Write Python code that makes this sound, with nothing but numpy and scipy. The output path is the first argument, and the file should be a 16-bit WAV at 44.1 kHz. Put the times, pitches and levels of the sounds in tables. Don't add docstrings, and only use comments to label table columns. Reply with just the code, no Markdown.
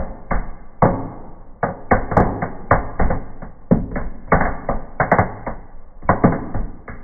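import sys
import numpy as np
from scipy import signal
from scipy.io import wavfile
from scipy.ndimage import uniform_filter1d

SR = 44100
rng = np.random.default_rng(int(sys.argv[2]) if len(sys.argv) > 2 else 0)


def put_to_file(sound):
    columns = np.atleast_2d(sound).T
    safe = np.clip(columns, -1, 1)
    whole_steps = np.round(safe * 32767)
    wavfile.write(sys.argv[1], SR, whole_steps.astype(np.int16))


N = 310023

# (time [s], body level [dB], body pitch [Hz], boom pitch [Hz],
# boom re body [dB], crack re body [dB], shaking of the iron re pop [dB], puff of gas [dB])
POPS = [(-0.04, -21.5, 520, 200, -2.5, -9, 10.5, -25.5), (0.306, -22, 802, 155, -0.5, -3, 0.5, -21),
        (0.819, -10, 630, 178, -2, -15, 1.5, -28), (0.8497, -20.5, 695, 180, 6, -10.5, 1.5, -32),
        (1.627, -16, 543, 156, -6, -8.5, -4.5, -39.5), (1.6797, -27, 523, 138, -1, -15, 4, -48.5),
        (1.9093, -11, 545, 130, -4, -6.5, -1, -24), (2.1099, -24, 693, 118, 2, -6, 2, -35.5),
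        (2.1646, -10, 690, 185, -2, -14, 1, -27), (2.1972, -15.5, 643, 171, 0.5, -12.5, 3.5, -24),
        (2.4177, -22, 670, 145, -1.5, -5, -0.5, -40.5), (2.708, -10, 690, 193, -4, -8, -2.5, -23),
        (2.9907, -21.5, 840, 173, 1.5, -5, 2.5, -18), (3.0986, -21.5, 610, 128, 1, -9.5, -8, -34),
        (3.4165, -36, 592, 139, 2.5, -7.5, -7, -39.5), (3.7082, -23.5, 518, 155, 15.5, -12.5, -5, -28),
        (3.91, -43, 658, 133, 13.5, -9, 0, -29.5), (3.955, -26, 580, 135, 2.5, -3, 0.5, -30.5),
        (4.2733, -45, 648, 120, 4.5, -7.5, 8.5, -29), (4.3176, -12, 710, 105, -2.5, -4, 1.5, -25.5),
        (4.4032, -20, 745, 131, -3.5, -2, 0, -26.5), (4.4503, -23, 695, 174, -11.5, -2.5, -5.5, -32),
        (4.685, -18.5, 736, 200, -5, -15, -1.5, -25.5), (4.997, -14.5, 766, 122, -5, -4, 0, -34),
        (5.1133, -10.5, 820, 157, -6, -6.5, -4, -37.5), (5.1818, -12, 566, 157, -2, -7.5, -3.5, -34.5),
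        (5.4631, -23.5, 690, 177, -4, -9.5, -6.5, -33), (6.0204, -46, 760, 145, 5.5, -8, 3, -33),
        (6.0873, -11, 757, 185, -2.5, -8.5, 0, -39.5), (6.235, -13, 524, 178, 5.5, -12.5, -3, -29),
        (6.3179, -25.5, 610, 221, 2, -4, 4, -37), (6.5402, -30, 580, 97, 7, -9.5, -4.5, -23.5),
        (6.8769, -40.5, 610, 160, 8, 6.5, 5, -39)]


def fireworks(crack_hz=1654.0, rattle_t60_s=0.28, doubling_db=39.5):
    # (low edge [Hz], high edge [Hz])
    registers = [(70, 340), (340, 1280), (1280, 2600)]
    low, middle, high = registers
    direct, shaking = np.zeros((2, N))
    for time_s, level_db, body_hz, boom_hz, boom_db, crack_db, shake_db, puff_db in POPS:
        t60 = rattle_t60_s * 2 ** ((puff_db - level_db) / doubling_db)
        boom = blast(level_db + boom_db, low, boom_hz, 1.36 * t60, spread=1.815, onset_db=-3.0)
        body = blast(level_db, middle, body_hz, t60, spread=1.59, onset_db=-7.5)
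        crack = blast(level_db + crack_db, high, crack_hz, 0.96 * t60, spread=1.373, onset_db=-12.0)
        add(direct, time_s, boom + body + crack)
        add(shaking, time_s, from_db(shake_db) * (0.93 * boom + body + crack))
    return direct, shaking


def blast(level_db, edges_hz, centre_hz, t60, spread, onset_db, onset_t60=0.03, rise_s=0.00099):
    def colour(x):
        register = band(firebox(x), *edges_hz)
        return band(register, centre_hz / spread, centre_hz * spread, order=1)

    t = np.arange(SR // 2) / SR
    decay = dying(t, t60) + from_db(onset_db) * dying(t, onset_t60)
    envelope = decay * (1 - np.exp(-t / rise_s))
    reflections = rng.standard_normal(len(t))
    swells = np.sqrt(uniform_filter1d(colour(reflections) ** 2, size=600) + 1e-12)
    swells = np.roll(swells, -SR // 200)
    sound = colour(envelope * reflections / swells)
    return from_db(level_db) * sound / np.std(sound[t < .03])


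def firebox(x):
    # (frequency [Hz], width [Hz], level [dB])
    air_modes = [(92.6, 29, -2), (168.9, 42.7, -1), (216.8, 26.7, -1.5), (262.6, 42.2, -4.5),
                 (411.4, 102, -2.5), (524, 74, 5), (706.6, 80.3, 3.5), (824.5, 77.5, 3.5),
                 (1025, 214, -0.5), (1188.2, 115, 1.5), (1456.5, 90, -6), (1616, 200, -8),
                 (2000, 540, -13.5)]
    out = 0
    for k, (hz, width_hz, db) in enumerate(air_modes):
        radius = np.exp(-np.pi * width_hz / SR)
        poles = [1, -2 * radius * np.cos(2 * np.pi * hz / SR), radius ** 2]
        resonance = (1 - radius ** 2) / 2 * signal.lfilter([1, 0, -1], poles, x)
        out = out + (-1) ** k * from_db(db) * resonance
    return out


def stove_ring(shaking, ring_db=-45.0, build_s=0.0025):
    # (frequency [Hz], spectral density re ring_db [dB], t60 [s])
    ring = [(60, -9, 3.7), (110, -8.5, 1.3), (234, -0.5, 1.64), (370, 4.5, 1.3), (520, -8, 1.37),
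            (820, -2, 1.3), (1110, -4, 1.2), (1460, -10, 1.6), (2200, -4.5, 1.2)]
    # (frequency [Hz], level [dB], t60 [s])
    panels = [(106, -69.5, 1), (554, -68.5, 0.33), (760, -71.5, 0.42)]
    t = np.arange(N) / SR
    response = 0
    for hz, noise in noise_bands():
        db, t60 = at_hz(ring, hz)
        response = response + from_db(ring_db + db) * noise * dying(t, t60)
    for hz, db, t60 in panels:
        response = response + from_db(db) * np.sin(2 * np.pi * hz * t) * dying(t, t60)
    build_up = 1 - np.exp(-t / build_s)
    return signal.fftconvolve(shaking, response * build_up)[:N]


def flue_swing(swing_hz=14, spread_hz=0.8, swing_db=8.5, gust_rise_s=0.008, hollow_hz=(29.5, 45.0)):
    t = np.arange(SR) / SR
    out = np.zeros(N)
    for time_s, *_, puff_db in POPS:
        hz = rng.normal(swing_hz, spread_hz)
        swing = -np.sin(2 * np.pi * hz * t) * dying(t, t60=1)
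        eddies = rng.standard_normal(SR) * dying(t, t60=0.55) * (1 - np.exp(-t / gust_rise_s))
        hollow = band(eddies, *hollow_hz, order=1)
        gust = band(hollow, low_hz=swing_hz, high_hz=86.0)
        gust = gust / np.std(gust[t < .1])
        add(out, time_s, from_db(puff_db) * (from_db(swing_db) * swing + gust))
    return out


def ticks():
    # (time [s], level before the band-pass [dB])
    clicks = [(0.8305, -25), (1.9178, -23.5), (2.1704, -15), (2.1787, -16.5), (2.2038, -19), (2.7244, -24),
              (5.119, -19), (5.1896, -20.5)]
    out = np.zeros(N)
    for time_s, db in clicks:
        add(out, time_s, from_db([db]))
    return band(out, low_hz=2000, high_hz=7400)


def fire(throb_db=-34.0, flutter_db=-50.5, roar_db=-53.5):
    throb = rms_one(band(rng.standard_normal(N), 9, 20))
    flutter = rms_one(band(rng.standard_normal(N), 25, 70))
    roar = rms_one(band(firebox(rng.standard_normal(N)), 40, 453, order=1))
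    return from_db(throb_db) * throb + from_db(flutter_db) * flutter + from_db(roar_db) * roar


def sparks(per_s=36.0, level_db=-62.0, spread_db=3.0):
    fires = rng.random(N) < per_s / SR
    clicks = fires * from_db(spread_db * rng.standard_normal(N))
    t = np.arange(SR // 4) / SR
    reflections = rng.standard_normal(len(t)) * dying(t, t60=0.13)
    rattle = signal.fftconvolve(clicks, reflections)[:N]
    return from_db(level_db) * rms_one(band(firebox(rattle), 500, 2000))


def from_db(db):
    return 10 ** (np.asarray(db) / 20)


def rms_one(x):
    return x / np.sqrt(np.mean(x ** 2) + 1e-20)


def dying(t, t60):
    return np.exp(-np.log(1000) * t / t60)


def band(x, low_hz, high_hz, order=2):
    return signal.sosfilt(signal.butter(order, [low_hz, high_hz], "band", fs=SR, output="sos"), x)


def at_hz(table, hz):
    pitch, *columns = np.transpose(table)
    return [np.interp(np.log(hz), np.log(pitch), column) for column in columns]


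def noise_bands():
    edges_hz = 36 * 2 ** (np.arange(20) / 3)
    return [(np.sqrt(low * high), band(rng.standard_normal(N), low, high))
            for low, high in zip(edges_hz, edges_hz[1:])]


def add(out, time_s, sound):
    start = round(time_s * SR)
    sound = sound[max(0, -start):]
    start = max(0, start)
    out[start:start + len(sound)] += sound[:N - start]


def scene():
    pops, shaking = fireworks()
    crackle = sparks()
    ringing = stove_ring(shaking + crackle)
    return (pops + crackle + ringing + flue_swing() + fire())[None]


def record(dry, gain_db=-0.5, ceiling=0.97, treble_edge_hz=2235, rasp_db=-37.5, cutoff_hz=15800):
    low_cut = signal.butter(2, 6, "high", fs=SR, output="sos")
    treble_cut = signal.firwin(2001, treble_edge_hz, fs=SR)
    top_cut = signal.ellip(8, .1, 70, cutoff_hz, fs=SR, output="sos")
    picked_up = signal.sosfilt(low_cut, from_db(gain_db) * dry)
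    rounded = picked_up / (1 + (picked_up / ceiling) ** 4) ** .25
    dull = signal.fftconvolve(rounded, treble_cut[None], mode="same")
    rasping = dull + from_db(rasp_db) * dull ** 2
    return signal.sosfilt(top_cut, rasping + ticks())


dry = scene()
out = record(dry)
put_to_file(out)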